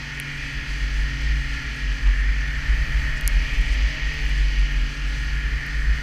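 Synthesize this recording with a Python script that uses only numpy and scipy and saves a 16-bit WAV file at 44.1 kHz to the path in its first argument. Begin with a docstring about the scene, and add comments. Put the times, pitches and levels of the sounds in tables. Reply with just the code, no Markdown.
"""A three-cylinder four-stroke snowmobile engine drones, roars and clatters on a frozen lake.
The one microphone rides in a cased camera on the rider's helmet: drone and lug hum are tones locked to
the engine cycle and the track; clatter is a slowly changing noise pattern; snow and air hiss is noise
shaped by the case. Wind booms in buffets at the helmet, ice grains tick on the case, and short
noise bursts knock and rustle at the camera."""
import sys
import numpy as np
from scipy import signal
from scipy.fft import rfft, irfft
from scipy.io import wavfile
from scipy.ndimage import uniform_filter1d, map_coordinates

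SR = 44100
rng = np.random.default_rng(int(sys.argv[2]) if len(sys.argv) > 2 else 0)


def bounce(signal):
    """Save signal as a 16-bit WAV file at the path given by the first command-line argument."""
    frames = np.transpose(np.atleast_2d(signal))
    limited = np.clip(frames, -1, 1)
    pcm = np.round(limited * 32767).astype(np.int16)
    wavfile.write(sys.argv[1], SR, pcm)


N = 265482
TIME = np.arange(N) / SR  # s
BIN_HZ = np.arange(N // 2 + 1) * SR / N  # frequencies of the spectrum


def undb(db):
    """Gain of a level in dB."""
    return 10 ** (np.asarray(db) / 20)


def unit(x):
    """Scaled to rms 1."""
    return x / np.sqrt(np.mean(x ** 2))


def curves(table):
    """The columns after start_s, interpolated at every sample."""
    start_s, *columns = np.transpose(table)
    return [np.interp(TIME, start_s, column) for column in columns]


def walk(rate_hz):
    """Random levels held for 1 / rate_hz seconds, smoothed twice and scaled to rms 1."""
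    hold = int(SR / rate_hz)
    steps = np.repeat(rng.standard_normal(N // hold + 1), hold)
    smooth = uniform_filter1d(uniform_filter1d(steps, hold), hold)
    return unit(smooth[:N])


def colour(x, points, rings=()):
    """Shapes the spectrum along (Hz, dB) points, plus narrow peaks and notches."""
    hz = BIN_HZ + 1e-3  # keeps the logarithm finite
    point_hz, point_db = np.array(points).T
    db = np.interp(np.log(hz), np.log(point_hz), point_db)
    for centre_hz, width_hz, ring_db in rings:
        db = db + ring_db / (1 + (2 * (hz - centre_hz) / width_hz) ** 2)
    return irfft(rfft(x) * undb(db), N)


def band(x, lo_hz, hi_hz, order=2):
    """Band-pass."""
    edges = [lo_hz, min(hi_hz, .45 * SR)]
    return signal.sosfilt(signal.butter(order, edges, "band", fs=SR, output="sos"), x)


def hum(turns, db, waver_db, wander):
    """A tone locked to a phase in turns; its level wavers and its phase wanders (turns rms)."""
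    level = np.sqrt(2) * undb(db + waver_db * walk(9))
    phase = turns + rng.random() + wander * walk(6)
    return level * np.sin(2 * np.pi * phase)


# broad wind rumble, relative spectrum: pitch_hz [Hz], level_db [dB]
RUMBLE_SHAPE = [(12, -20), (22, 19), (35, 10.5), (60, 14), (90, -4.5), (130, -2), (200, -16.5), (400, -49)]
# level of the rumble between about 70 and 131 Hz: start_s [s], level_db [dB]
RUMBLE_LEVEL = [(0, -50), (.4, -50.5), (1.0, -43.5), (1.8, -47), (2.2, -43.5), (2.7, -39), (3.4, -38),
                (4.0, -42), (4.6, -44.5), (5.0, -45.5), (6.02, -40)]


def wind_rumble():
    """Turbulent air at the helmet: low noise with a slowly changing level."""
    rumble = colour(rng.standard_normal(N), RUMBLE_SHAPE)
    rumble = rumble / np.std(band(rumble, 70.3, 131.0, order=4))
    return undb(curves(RUMBLE_LEVEL)[0] + 1.74 * walk(8)) * rumble


# buffets of wind at the helmet: crest_s [s], level_db [dB at the crest], length_s [s between 1/e points]
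BUFFETS = [(0.166, -35, .07), (0.452, -33.5, 0.058), (0.577, -26, 0.036), (0.724, -23, 0.096),
           (0.838, -21, 0.078), (0.99, -20, 0.18), (1.138, -26, 0.043), (1.331, -19.5, 0.21),
           (1.522, -23.5, .08), (1.696, -28.5, 0.1), (1.848, -23.5, .08), (1.918, -21.5, .08),
           (2.088, -13.5, 0.1), (2.21, -19, 0.091), (2.298, -17, 0.075), (2.4, -22, 0.09),
           (2.521, -22.5, 0.13), (2.722, -15.5, 0.072), (2.813, -19, .08), (2.976, -21.5, 0.075),
           (3.05, -20.5, 0.065), (3.171, -22.5, 0.052), (3.262, -19.5, 0.059), (3.365, -16.5, 0.097),
           (3.48, -25, 0.13), (3.602, -14, 0.043), (3.674, -20, 0.035), (3.722, -16, 0.04),
           (3.843, -18, .12), (4.061, -20, 0.074), (4.258, -25.5, 0.19), (4.435, -16.5, 0.15),
           (4.615, -14.5, 0.11), (4.789, -19.5, 0.17), (4.974, -33, 0.17), (5.104, -22, 0.15),
           (5.221, -26, 0.11), (5.359, -20, 0.13), (5.46, -20, 0.053), (5.548, -19.5, 0.076),
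           (5.781, -24, 0.17), (5.912, -18.5, .07), (6.02, -23.5, 0.06)]
# pitch of the boom: start_s [s], pitch_hz [Hz]
BOOM_PITCH = [(0, 54.4), (.35, 49.05), (.9, 47.34), (1.1, 52.15), (1.45, 52.3), (1.8, 50), (1.95, 45.2),
              (2.15, 45.1), (2.3, 49.2), (2.8, 49.92), (3.08, 48.56), (3.18, 44.11), (3.65, 43.05),
              (3.8, 49.5), (4.4, 47.46), (4.93, 43), (5.1, 48.23), (6.02, 52.5)]
LULL_DB = -45  # boom between buffets


def wind_boom():
    """Eddies shed by the helmet boom at one wavering pitch, swelling in each buffet."""
    swell = undb(LULL_DB)
    for crest_s, level_db, length_s in BUFFETS:
        swell = swell + undb(level_db) * np.exp(-(2 * (TIME - crest_s) / length_s) ** 2)
    turns = np.cumsum(curves(BOOM_PITCH)[0]) / SR
    return swell * hum(turns, 0, 0.67, 0.082)


# short knocks, thuds and rustles at the camera, low to high in pitch: centre_s [s], level_db [dB],
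# pitch_hz [Hz, middle of the band], length_s [s from the crest down to 1/e]
KNOCK_TABLE = [(.2005, -23.5, 2200, .0012), (2.07, -42, 3000, .008), (2.075, -42, 1100, .02),
               (2.48, -43, 3200, .008), (3.175, -47, 5500, .012), (3.279, -28, 2800, .0012),
               (3.55, -47, 5000, .015), (3.73, -47, 5500, .018), (3.8, -48, 1150, .02),
               (5.14, -46, 3500, .012)]


def knocks_and_rustles():
    """Short bursts of band-limited noise at the camera: the briefest knock, the longer ones rustle."""
    out = np.zeros(N)
    for centre_s, level_db, pitch_hz, length_s in KNOCK_TABLE:
        noise = unit(band(rng.standard_normal(N), pitch_hz / 1.3, pitch_hz * 1.33))
        out += undb(level_db) * np.exp(-((TIME - centre_s) / length_s) ** 2) * noise
    return out


# ice grains striking the case: start_s [s], level_db [dB peak], low_hz [Hz], high_hz [Hz]
GRAIN_TABLE = [(0.2, -17.5, 7950, 12200), (2.48, -39, 6000, 10000), (3.18, -33, 4018, 8950),
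               (3.211, -22, 3000, 15000), (3.2771, -2, 5186, 12600), (3.340, -36, 4000, 10000),
               (3.537, -39, 8084, 13030), (3.584, -40, 11000, 14470), (3.614, -34, 7000, 12000),
               (3.724, -37, 6016, 11000), (3.741, -37, 8030, 14070), (4.1405, -39, 10490, 14700),
               (4.254, -41, 11000, 15000), (4.2935, -39, 9020, 13000), (4.5945, -37, 6954, 10970),
               (4.7244, -37, 8057, 15000), (5.665, -35.5, 9060, 15040)]


def ice_grains():
    """Each grain is a click with a short fuzzy tail and one quick echo inside the case."""
    size = 512
    out, after_s = np.zeros(N + size), np.arange(size) / SR
    for start_s, level_db, low_hz, high_hz in GRAIN_TABLE:
        tick = 0.085 * rng.standard_normal(size) * np.exp(-after_s / 0.00082)
        tick[0] += 1
        tick[int(.00047 * SR)] += .3  # echo after 0.47 ms
        tick = band(tick, low_hz, high_hz, order=3)
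        out[int(start_s * SR):][:size] += undb(level_db) * tick / np.abs(tick).max()
    return out[:N]


FAINT_PER_S, FAINT_DB = 3, -33  # faint high grains: mean rate, middle level before their band-pass


def fine_snow(treble_db):
    """Random clicks on the case: dense ones that follow the treble level, and sparse faint high ones."""
    snow = (rng.random(N) < 90 / SR) * undb(3.9 * rng.exponential(size=N).clip(0, 3))  # 90 per s
    faint = (rng.random(N) < FAINT_PER_S / SR) * undb(FAINT_DB + 2.5 * rng.standard_normal(N))
    return undb(treble_db - 7) * band(snow, 5000, 12000) + band(faint, 10500, 14500, order=3)


def track(lugs, hum_db, octave_db):
    """The lugs slap past the drive wheels: tones at one, two and three times the lug rate."""
    first, second = hum(lugs, hum_db, 1.5, 0.019), hum(2 * lugs, octave_db, 1.6, 0.031)
    return first + second + hum(3 * lugs, -62, 3.4, 0.032)


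def clatter(cycles, memory=0.894, size=512):
    """Valves and chain repeat nearly the same rattle every cycle; each keeps part of the one before."""
    fresh = rng.standard_normal((int(cycles[-1]) + 40, size))
    pattern = signal.lfilter([1], [1, -memory], fresh, axis=0)[38:]  # skips the settling cycles
    return unit(map_coordinates(pattern.ravel(), [cycles * size], order=3))


# rider's head, down at the bars or up at the lake: start_s [s], raised [0-1]
HEAD_TABLE = [(0, 0.53), (.5, 0), (1.0, 0.2), (1.9, 0), (2.3, 0.97), (3.2, 0.86), (3.45, 0), (4.75, 0.04),
              (5.1, 0.5), (5.8, 0.9), (6.02, 0.83)]
# dB with the head down at cruise, dB added with the head up, dB added when the engine pulls
MIDDLE, SHOULDER, UPPER, TREBLE = (-50.5, 0, 2.64), (-48.5, 8, 0), (-38, -3.5, 1.95), (-45, -2.45, 1.43)


def range_levels(pull):
    """Raising the head and loading the engine change the levels of ranges of the machine noise."""
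    raised = curves(HEAD_TABLE)[0]
    return [base + up * raised + load * pull for base, up, load in (MIDDLE, SHOULDER, UPPER, TREBLE)]


# machine noise through the case, relative spectrum: pitch_hz [Hz], level_db [dB]
CASE_SHAPE = [(200, -42), (340, -17.5), (425, -16.5), (697, -19), (886, -21), (975, -20.5), (1600, -5.5),
              (1870, 2), (2000, -3.5), (2980, -9), (3660, -19.5), (4580, -20), (6100, -22.5), (7160, -31),
              (15400, -50)]
# narrow rings and notches of the case: pitch_hz [Hz], width_hz [Hz], level_db [dB added at the centre]
CASE_RINGS = [(884, 27, 8.5), (1610, 100, -3.5), (1704, 99, 1.5), (1840, 51, 1.5), (2345, 240, 1),
              (2690, 140, -5), (3030, 730, -1), (3720, 240, -6), (4524, 76, 4.5), (5530, 89, -11.5),
              (5540, 180, -1.5), (7160, 300, -4.5), (7520, 340, 4.5), (11800, 340, -14), (13100, 900, 1)]
# main ring of the case, before a 5 dB cut: start_s [s], level_db [dB]
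MAIN_RING = [(0, -39.5), (.3, -38), (.95, -42), (1.35, -35), (1.9, -43.5), (2.3, -35), (2.85, -35),
             (3.3, -37.5), (4.2, -36), (4.9, -51), (5.6, -34.5), (6.02, -43)]
RANGE_EDGES_HZ = 1350, 1780, 2150, 3600, 7000  # between middle, shoulder, ring, upper, treble and top


def machine(cycles, middle_db, shoulder_db, upper_db, treble_db):
    """Clatter and snow-and-air hiss through the case; each range flickers, treble and top partly together."""
    rattle = unit(band(clatter(cycles), 1530, 4600))
    hiss = rng.standard_normal(N)
    sound = colour(undb(-9.5) * rattle + hiss, CASE_SHAPE, CASE_RINGS)
    # the three firings and the whole cycle beat weakly on the sound
    firing_beat = .04 * np.cos(2 * np.pi * 3 * cycles)
    cycle_beat = .06 * np.cos(2 * np.pi * cycles)
    sound = sound * (1 + firing_beat + cycle_beat)

    # differences of smooth low-pass curves split the sound into ranges
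    lowpasses = [1 / (1 + (BIN_HZ / edge_hz) ** 12) for edge_hz in RANGE_EDGES_HZ]
    shares = np.diff([0 * BIN_HZ] + lowpasses + [BIN_HZ ** 0], axis=0)
    spectrum = rfft(sound)
    middle, shoulder, ring, upper, treble, top = (unit(irfft(spectrum * share, N)) for share in shares)

    # loose snow sprays the case in gusts that lift treble and top together
    treble_db = treble_db + 0.53 * walk(16)
    top_db = -60 + 0.3 * (treble_db + 42.5)
    ring_db = curves(MAIN_RING)[0] - 5.0
    return (undb(ring_db + 0.27 * walk(14)) * ring
            + undb(middle_db + 0.21 * walk(10)) * middle
            + undb(shoulder_db + 1.6 * walk(12)) * shoulder
            + undb(upper_db + 0.51 * walk(5.26)) * upper
            + undb(treble_db + 0.6 * walk(12)) * treble
            + undb(top_db + 1.7 * walk(19)) * top)


# steady low roar of the engine, relative spectrum: pitch_hz [Hz], level_db [dB]
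ROAR_SHAPE = [(60, -33), (120, 3), (180, -8), (280, -4), (360, -14), (500, -42)]


def engine_roar():
    """Steady low roar of the engine, a nearly constant noise."""
    roar = unit(colour(rng.standard_normal(N), ROAR_SHAPE))
    return undb(-46.5 + 0.14 * walk(5.5)) * roar


# exhaust and intake tones, one entry a tone: order [multiple of the engine cycle rate]
ORDERS = [2, 3, 5, 6, 8, 11, 12, 13, 15, 16, 17, 19, 20, 21, 22, 23, 25, 26, 27, 28, 30, 32, 33, 34, 35, 36,
          37, 40, 41, 42, 43, 44, 45, 46, 47, 48]
# their levels in the same sequence: cruising_db [dB], pulling_db [dB]
ORDER_LEVELS = [(-80, -80), (-52, -52), (-68, -57), (-51, -51), (-61, -80), (-68, -65), (-72, -68),
                (-64, -60), (-70, -58), (-69, -65), (-71, -77), (-74, -69), (-72, -62), (-66, -62),
                (-64, -59), (-64, -80), (-73, -66), (-69, -71), (-66, -63), (-66, -65), (-64, -61),
                (-65, -68), (-61, -56), (-65, -62), (-60, -63), (-52, -62), (-59, -64), (-66, -54),
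                (-58, -49), (-55, -52), (-50, -70), (-50, -59), (-53, -43), (-62, -47), (-45, -60),
                (-48, -56)]


def drone(cycles, pull):
    """Exhaust and intake tones on multiples of the engine cycle; their balance shifts as the engine pulls."""
    out = np.zeros(N)
    for order, (cruising_db, pulling_db) in zip(ORDERS, ORDER_LEVELS):
        out += hum(order * cycles, cruising_db + pull * (pulling_db - cruising_db), 1.87, 0.046)
    return out


# engine and track: start_s [s], cycle_hz [Hz, engine cycles], lug_hz [Hz, lugs passing],
# hum_db [dB, lug hum], octave_db [dB, its octave]
DRIVE_TABLE = [(0.0, 39.65, 142.3, -39, -49), (0.7, 39.4, 139.2, -39, -49), (1.2, 39.8, 139.0, -37.5, -46),
               (1.6, 39.1, 137.5, -38.5, -48), (2.05, 38.8, 136.8, -42.5, -50),
               (2.4, 40.2, 138.3, -42, -53), (2.8, 41.45, 140.5, -39.5, -54), (3.4, 41.85, 143.3, -40, -53),
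               (3.9, 41.9, 145.6, -39, -52), (4.2, 41.25, 145.7, -40, -51), (4.4, 40.5, 145.6, -40, -51),
               (4.8, 38.65, 143.1, -41, -50), (5.2, 39.15, 141.8, -38.5, -50),
               (6.02, 40.0, 140.2, -38, -51)]


def scene():
    """All sources summed at the single microphone on the helmet."""
    cycle_hz, lug_hz, hum_db, octave_db = curves(DRIVE_TABLE)
    cycles, lugs = np.cumsum(cycle_hz) / SR, np.cumsum(lug_hz) / SR
    # the engine pulls harder when it revs above its cruising rate
    pull = np.clip((cycle_hz - 40) / 1.67, 0, 1)
    middle_db, shoulder_db, upper_db, treble_db = range_levels(pull)
    air = wind_rumble() + wind_boom()
    at_camera = knocks_and_rustles() + ice_grains() + fine_snow(treble_db)
    lug_hum = track(lugs, hum_db, octave_db)
    noise = machine(cycles, middle_db, shoulder_db, upper_db, treble_db)
    engine = engine_roar() + drone(cycles, pull)
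    return (air + at_camera + lug_hum + noise + engine)[None]


TOP_HZ = 15350  # upper limit of the camera's sound


def record(dry):
    """The camera cuts the top with a steep low-pass."""
    return signal.sosfilt(signal.ellip(10, .2, 60, TOP_HZ, fs=SR, output="sos"), dry)


dry = scene()
out = record(dry)
bounce(out)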